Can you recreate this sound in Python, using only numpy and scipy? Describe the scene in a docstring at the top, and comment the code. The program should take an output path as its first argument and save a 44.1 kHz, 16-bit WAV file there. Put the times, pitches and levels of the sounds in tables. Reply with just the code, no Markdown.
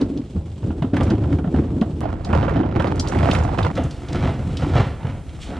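"""Two hollow plastic bins bump past on the right over a lawn edge, dragged on their wheels.
Then they are heard close by on concrete, after a splice click, and last far off in an echoing garage.
Rough ground shakes tubs, walls and lids, which ring at their own pitches; grit and shoes hiss.
Knocks and ticks are single pushes that set a wall, lid or small part ringing.
A small camera hears it in stereo, over a low sway and an air hiss."""
import sys
import numpy as np
from scipy import signal
from scipy.fft import rfft, irfft
from scipy.io import wavfile
from scipy.ndimage import uniform_filter1d

SR = 44100
rng = np.random.default_rng(int(sys.argv[2]) if len(sys.argv) > 2 else 0)


def unload_wav(signal):
    """Save mono or channel-first audio to the path in sys.argv[1] as 16-bit WAV at rate SR, clipped to [-1, 1]."""
    wavfile.write(
        sys.argv[1],
        SR,
        np.round(np.clip(np.atleast_2d(signal).T, -1, 1) * 32767).astype(np.int16),
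    )


N = 246757


def undb(db):
    """Turn decibels into a plain multiplier."""
    return 10 ** (np.asarray(db) / 20)


def unit(x):
    """Scale to an average strength (rms) of 1."""
    return x / np.sqrt(np.mean(x ** 2))


def band(x, hz, width):
    """Two-pole resonance, gain 1 at its centre."""
    return signal.lfilter(*signal.iirpeak(hz, hz / width, SR), x)


def twice(x, hz, width):
    """Steeper resonance: the same one passed twice."""
    return band(band(x, hz, width), hz, width)


def butter(x, order, hz, kind="low"):
    """Keep what lies below hz, or above it for kind "high"."""
    return signal.sosfilt(signal.butter(order, hz, kind, fs=SR, output="sos"), x)


def ring(x, modes):
    """Sum of resonances; neighbours swing in opposite senses."""
    out = 0
    for k, (hz, width, db) in enumerate(modes):
        out = out + (-1) ** k * undb(db) * band(x, hz, width)
    return out


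def walk(rate):
    """Random wander that glides to a new value `rate` times a second."""
    hold = int(SR / rate)
    steps = np.repeat(rng.standard_normal(N // hold + 1), hold)
    return 2.2 * uniform_filter1d(steps, hold)[:N]


def add(track, s, sound):
    """Mix a short sound into the track, starting at s seconds."""
    i = int(s * SR)
    track[i:i + len(sound)] += sound[:N - i]


# Listening spots, in turn: (start time [s], how far right [0-1], scattered width level [dB],
# low sway level [dB], air hiss level [dB], boost of the upper lid rattle [dB])
LISTENING_SPOTS = [(0, 0.45, -12.5, -68, -66.5, 3.5), (2.007, 1, -12, -29, -76, -0.5),
                   (3.716, 0.3, -36, -32.5, -57, 5)]
SPOT_STARTS = [row[0] for row in LISTENING_SPOTS]


def spot_at(t):
    """Number of the listening spot in use at time t."""
    return np.searchsorted(SPOT_STARTS, t, side="right") - 1


def low_sway(db):
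    """Noise through a steep low resonance, with a wandering level."""
    noise = rng.standard_normal(N)
    return undb(db + 0.44 * walk(7.9)) * unit(twice(noise, 49, 84))


# Broad colours of the air hiss: (pitch [Hz], width [Hz], level [dB])
AIR_COLOURS = [(1070, 1100, 11), (3400, 2700, 1.9), (7660, 5500, 5)]


def air_hiss(db):
    """Noise through three broad resonances, with a wandering level."""
    noise = rng.standard_normal(N)
    return undb(db + 0.3 * walk(6.3)) * unit(ring(noise, AIR_COLOURS))


def garage(x):
    """Dense bright echo of a bare room, for everything that sounds once the bins are indoors."""
    t60_s, level_db, centre_hz = 0.62, -8, 2630  # t60: time to die away by 60 dB
    t = np.arange(SR // 2) / SR
    tail = band(rng.standard_normal(len(t)), centre_hz, 8200) * undb(-60 * t / t60_s)
    indoors = x * np.clip((np.arange(N) / SR - SPOT_STARTS[-1]) / 0.01, 0, 1)
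    return undb(level_db) * signal.fftconvolve(indoors, tail / np.sqrt(np.sum(tail ** 2)))[:N]


# Short detours of the sound round nearby things: (delay [ms])
DETOURS_MS = (.6, 1.1, 1.9, 3.1, 4.3)


def echoes(x):
    """A chain of short recirculating detours: it scrambles the phase and leaves the colour alone."""
    spectrum = rfft(x)
    turn_per_ms = -2j * np.pi * np.arange(N // 2 + 1) / N * SR / 1000
    for ms in DETOURS_MS:
        late = np.exp(turn_per_ms * ms)
        spectrum = spectrum * (0.5 + late) / (1 + 0.5 * late)
    return irfft(spectrum, N)


def sideways(x):
    """Stereo difference for a source on the right: two close ports, out of step in the treble."""
    lagging = np.roll(twice(x, 10000, 5000), 1)  # one sample late
    middle = twice(x, 770, 840)
    steered = signal.lfilter(*signal.butter(1, 300, "high", fs=SR), middle)
    return 0.52 * lagging - 0.47 * steered - 0.5 * band(x, 1470, 3000)


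def jumps(rate, spread_db, fade_s):
    """Scattered impacts, mostly small and a few large; each starts at once and fades; rms 1."""
    hit, size = rng.random(N), rng.exponential(size=N)
    strikes = (hit < rate / SR) * undb(spread_db * np.minimum(size, 2.5))
    return unit(signal.lfilter([1], [1, -np.exp(-1 / (fade_s * SR))], strikes))


def shaken(modes, shared, loose, contact_s, hits_per_s=SR):
    """Resonances driven by rough contact: a shaking shared by all, plus loose parts striking one each.
    A longer contact pushes more softly and spares the treble; fewer hits turn the hiss into a rattle."""
    keep, out = np.exp(-1 / (contact_s * SR)), 0
    hits = 1.0 * (rng.random(N) < hits_per_s / SR)
    shared = shared * unit(hits)
    for hz, width, db in modes:
        push = (shared + loose * jumps(40, 4.5, 0.0082)) * rng.standard_normal(N)
        softened = signal.lfilter([1], [1, -2 * keep, keep ** 2], push)
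        out = out + undb(db) * band(softened, hz, width)
    return unit(out)


# Jolts that set the bins shaking: (peak time [s], build-up [s], dying-away of the tub [s],
# tub level [dB], walls level [dB], lids level [dB]); build-up and dying-away are each for 20 dB
GROUND_JOLTS = [(0.019, 0.44, 0.16, -17, -13, -33.5), (0.188, 0.25, 0.2, -23, -18.5, -44.5),
                (0.362, 0.073, 0.5, -22, -34, -69), (0.641, 0.065, 4.7, -22.5, -26.5, -62),
                (0.942, 0.016, 0.87, -14.5, -16, -27), (1.108, 0.023, 4.1, -21, -19.5, -49.5),
                (1.565, .03, 0.43, -17, -16.5, -32), (1.77, 0.019, 5.5, -43, -28.5, -61),
                (2.031, 0.025, 0.44, -19.5, -21.5, -29), (2.341, 0.12, 0.89, -14.5, -19, -22.5),
                (2.499, 0.037, 1.9, -23, -18.5, -31.5), (2.77, 0.035, 1.2, -19.5, -17.5, -39),
                (2.867, 0.16, 0.19, -26, -21, -19), (3.03, 0.079, 0.55, -42, -30, -58),
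                (3.159, 0.079, 0.94, -18.5, -19, -29.5), (3.302, 0.45, 1.2, -18.5, -23, -22.5),
                (3.59, 0.23, 0.44, -23.5, -42, -28), (3.68, 0.22, 0.28, -22.5, -45, -29),
                (3.821, 0.18, 0.16, -19, -20, -32), (4.11, 0.069, 0.59, -25.5, -25.5, -33),
                (4.269, 0.29, 0.41, -15.5, -20.5, -28), (4.489, 0.33, 0.32, -22.5, -34, -49),
                (4.69, 0.26, 0.32, -16.5, -22, -30), (4.777, 0.046, 0.15, -7.5, -15.5, -13.5),
                (5.059, 0.087, 0.26, -19.5, -33.5, -31), (5.368, 0.36, 0.66, -33, -42.5, -47),
                (5.495, 0.058, 1.5, -28, -27, -32.5)]


def shaking(haste, column):
    """Loudness of one part: jolts build up, die away `haste` times faster, and stay within their spot."""
    t = np.arange(0, N, 128) / SR
    power = 1e-9
    for s, rise_s, fade_s, *part_db in GROUND_JOLTS:
        drop_db = 20 * np.maximum((s - t) / rise_s, haste * (t - s) / fade_s)
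        same_spot = spot_at(t) == spot_at(s)
        power = power + same_spot * undb(part_db[column] - drop_db) ** 2
    return np.interp(np.arange(N) / SR, t, np.sqrt(power))


# Colours of the grit: (pitch [Hz], width [Hz], level [dB])
GRIT_COLOURS = [(3040, 1800, 3), (5300, 3900, -8), (7740, 1300, -1)]
# Loudness of the grit hiss, before a small random wander: (time [s], level [dB])
GRIT_LEVELS = [(0, -55), (1.302, -54.5), (1.998, -54.5), (2.048, -63), (2.4, -52), (2.731, -85), (2.8, -59),
               (3.3, -44.5), (3.75, -54.5), (4.5, -51), (4.76, -45.5), (5.0, -68), (5.402, -51.5),
               (5.42, -35.5), (5.49, -43.5), (5.6, -94)]


def grit_hiss(ground):
    """Grit and shoes: very short contacts make a bright hiss that follows the bumps."""
    level_db = np.interp(np.arange(N) / SR, *np.transpose(GRIT_LEVELS))
    hiss = shaken(GRIT_COLOURS, 0.87 + 0.55 * ground, 0.27, 0.00002)
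    return hiss * undb(level_db + 0.4 * walk(30))


# Pitches of the side walls: (pitch [Hz], width [Hz], level [dB])
WALL_PITCHES = [(187.4, 17, -2.5), (247.2, 43, -3), (286.2, 35, 1), (331.6, 45, -0.5), (430, 120, -9)]


def wall_rumble(ground):
    """Thin walls ring above the tub, are softened above 430 Hz and die away faster."""
    walls = shaken(WALL_PITCHES, 0.4 + 0.5 * ground, 0.47, 0.00028)
    return butter(walls, 2, 430) * shaking(2.6, column=1)


# Pitches of the hollow tub: (pitch [Hz], width [Hz], level [dB])
TUB_PITCHES = [(54.3, 39.5, -8.5), (77.9, 6.5, 3.5), (100.4, 57.3, -2.5), (152.4, 10.7, -6)]


def tub_swing(ground):
    """The hollow tub booms at its low pitches as the ground shakes it, before the jolts set its loudness."""
    return shaken(TUB_PITCHES, 1 + 0.61 * ground, 0.1, 0.00023)


# Pitches of the lids: (pitch [Hz], width [Hz], level [dB])
LID_PITCHES = [(516, 118, 7.5), (705, 143, 9), (901, 200, 5), (1188, 186, -1), (1354, 130, 1.5),
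               (1725, 1010, -7.5), (2180, 380, -11), (2980, 480, -16.5), (3800, 700, -26.5)]


def lid_rattle(ground, tub):
    """Loose lids clap on each outward swing of the tub; their upper rattle changes with the spot."""
    chatter = 1 + 1.5 * np.clip(tub, 0, 1)
    push = (0.21 + 0.28 * ground) * chatter
    lid = shaken(LID_PITCHES, push, 0.51, 0.00004, hits_per_s=800) * shaking(2.3, column=2)
    upper = butter(lid, 2, 1600, "high")
    upper_gain = undb([row[-1] for row in LISTENING_SPOTS])[spot_at(np.arange(N) / SR)]
    return lid + (upper_gain - 1) * upper


def rolling():
    """The same wheel bumps reach tub, walls, lids and grit together."""
    ground = jumps(60, 0.78, 0.0095)
    tub = tub_swing(ground)
    grit, walls, lid = grit_hiss(ground), wall_rumble(ground), lid_rattle(ground, tub)
    return tub * shaking(1.0, column=0) + walls + lid + grit


def splice_click():
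    """A splice click, one sample long, where one shot is cut to the next at the second spot."""
    out = np.zeros(N)
    out[int(SPOT_STARTS[1] * SR)] = undb(-13.5)
    return out


# Ticks of lids, axles and pebbles: (time [s], level [dB], pitch [Hz])
SMALL_TICKS = [(0.0116, -26, 3940), (0.173, -32, 3800), (0.8222, -28, 2330), (0.9657, -18.5, 1840),
               (1.0072, -20.5, 2150), (1.032, -26, 6200), (1.1017, -22, 3740), (1.236, -35, 2600),
               (1.326, -23, 1420), (1.385, -26.5, 870), (1.811, -24, 3000), (2.101, -29, 950),
               (2.246, -26.5, 4280), (2.289, -31, 1700), (2.329, -18, 1560), (2.494, -20.5, 1496),
               (2.712, -33, 2120), (2.796, -19.5, 1530), (2.821, -19.5, 1410), (2.871, -27.5, 3370),
               (2.956, -35, 5770), (2.9955, -10.5, 4770), (3.072, -23, 3600), (3.083, -23, 5660),
               (3.122, -15.5, 1055), (3.147, -19.5, 1550), (3.186, -21.5, 2070), (3.227, -22, 1520),
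               (3.28, -24, 1470), (3.301, -20, 1770), (3.3111, -13.5, 3000), (3.3323, -22, 5800),
               (3.349, -14.5, 1950), (3.3863, -28, 4980), (3.435, -31.5, 5840), (3.543, -31, 1610),
               (3.5838, -20, 2950), (3.6287, -21.5, 3300), (3.753, -30, 4220), (3.7726, -18, 1660),
               (3.836, -30.5, 7000), (3.9082, -28, 4380), (4.0848, -27, 3720), (4.1282, -25.5, 4280),
               (4.205, -28, 1540), (4.231, -29, 2060), (4.5695, -20, 3570), (5.0674, -33, 2690),
               (5.291, -32.5, 2590)]


def ticks():
    """Hard little contacts: a noise burst swells for 2 ms and fades, ringing round its own pitch."""
    out, t = np.zeros(N), np.arange(SR // 10) / SR
    snap = t / 0.002 * np.exp(1 - t / 0.002)
    shiver = 0.34 * np.exp(-t / 0.023) * np.minimum(t / 0.0043, 1)
    for s, db, hz in SMALL_TICKS:
        push = rng.standard_normal(len(t)) * (snap + shiver)
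        push[SR // 1000] += 5.0  # the first contact
        broad_edge = undb(-20.5) * band(push, hz, 2 * hz)
        tick = twice(push, hz, 0.78 * hz) + broad_edge
        add(out, s, undb(db) * tick / np.max(np.abs(tick)))
    return out


# Wheel drops and wall knocks: (time [s], level [dB], ringing pitch [Hz], lid slap level [dB])
HARD_KNOCKS = [(0.014, -7, 280, -22), (0.356, -13.5, 187, -43), (0.627, -18.5, 102.5, -30.5),
               (0.702, -12, 252, -26), (0.819, -6.5, 154, -19.5), (0.843, -7, 255, -30),
               (0.933, -3.5, 254, -21), (0.965, -10, 276, -16.5), (1.005, -10, 93.5, -14.5),
               (1.104, -6, 208, -15.5), (1.236, -27, 114, -21.5), (1.385, -16, 250, -23),
               (1.439, -18, 134, -23.5), (1.471, -7.5, 171, -24), (1.541, -2.5, 257, -17.5),
               (1.618, -17, 222, -25.5), (1.763, -9.5, 239, -32), (1.8143, -1.5, 220, -16),
               (2.009, -17.5, 226, -20), (2.051, -38, 143, -14.5), (2.291, -11, 198, -46),
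               (2.329, -9.5, 202, -9.5), (2.425, -20, 203, -14), (2.477, -22, 109, -9.5),
               (2.563, -11, 160, -13.5), (2.597, -10, 197, -14.5), (2.63, -20, 233, -16.5),
               (2.758, -10, 127.7, -24), (2.796, -18, 98, -11), (3.227, -6.5, 133, -12),
               (3.351, -12, 115.4, -20), (3.637, -12, 88.4, -21), (3.661, -13, 87, -19),
               (3.775, -24, 288, -13), (4.619, -19, 143, -16), (4.753, -4, 115, -12),
               (4.776, -16, 111, -16), (5.047, -11.5, 130, -22.5)]


def knocks():
    """A short push sets one wall panel ringing and slaps the lid, which shivers on."""
    out, t = np.zeros(N), np.arange(SR // 5) / SR
    shiver = np.minimum(t / 0.002, 1) * (np.exp(-t / 0.0071) + 0.19 * np.exp(-t / 0.04))
    for s, db, hz, slap_db in HARD_KNOCKS:
        cycles = t * hz
        fading = np.exp(-cycles / 2.3) + 1.08 * np.exp(-cycles / 0.43)  # the first swing is widest
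        swing = fading * np.minimum(cycles * 1.45, 1)
        add(out, s, undb(db) * np.sin(2 * np.pi * cycles) * swing)
        # each slap lands elsewhere, so the balance of the lid's pitches varies
        place = rng.standard_normal(len(LID_PITCHES))
        struck = [(f, w, g + 1.8 * r) for (f, w, g), r in zip(LID_PITCHES, place)]
        soft = butter(rng.standard_normal(len(t)), 2, 4500)
        clap = ring(shiver * soft, struck)
        add(out, s + 0.001037, undb(slap_db) * clap / np.max(np.abs(clap)))
    return out


def scene():
    """Place the bins, their echoes, the sway and the air in stereo, one listening spot after another."""
    bins = rolling() + splice_click() + ticks() + knocks()
    bins = bins + garage(bins)
    scattered = echoes(bins)
    aimed = sideways(bins)
    # scattered sound arrives from all round, most unevenly in the treble
    spread = sideways(scattered) + 4.2 * band(scattered, 10000, 6000)
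    t, mid, side = np.arange(N) / SR, bins, 0
    ends = SPOT_STARTS[1:] + [N / SR]
    for (start, right, width_db, sway_db, air_db, _), end in zip(LISTENING_SPOTS, ends):
        now = (t >= start) & (t < end)
        mid = mid + now * (low_sway(sway_db) + air_hiss(air_db))
        placed = right * aimed + undb(width_db) * spread
        surround = 0.29 * low_sway(sway_db) + 1.3 * band(air_hiss(air_db), 7500, 6000)
        side = side + now * (placed + surround)
    return np.array([mid + side, mid - side])


def record(dry):
    """The camera rounds the loudest peaks, loses the deep bass, dulls the treble and cuts the top."""
    rounded = np.tanh(0.87 * dry) / 0.94
    x = butter(rounded, 2, 42, "high")
    x = 0.082 * x + 0.79 * butter(x, 6, 9900)
    x = x * np.minimum(np.arange(N)[::-1] / (0.004 * SR), 1)  # fade out over the last 4 ms
    return signal.sosfilt(signal.ellip(8, 0.2, 70, 15800, fs=SR, output="sos"), x)


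dry = scene()
out = record(dry)
unload_wav(out)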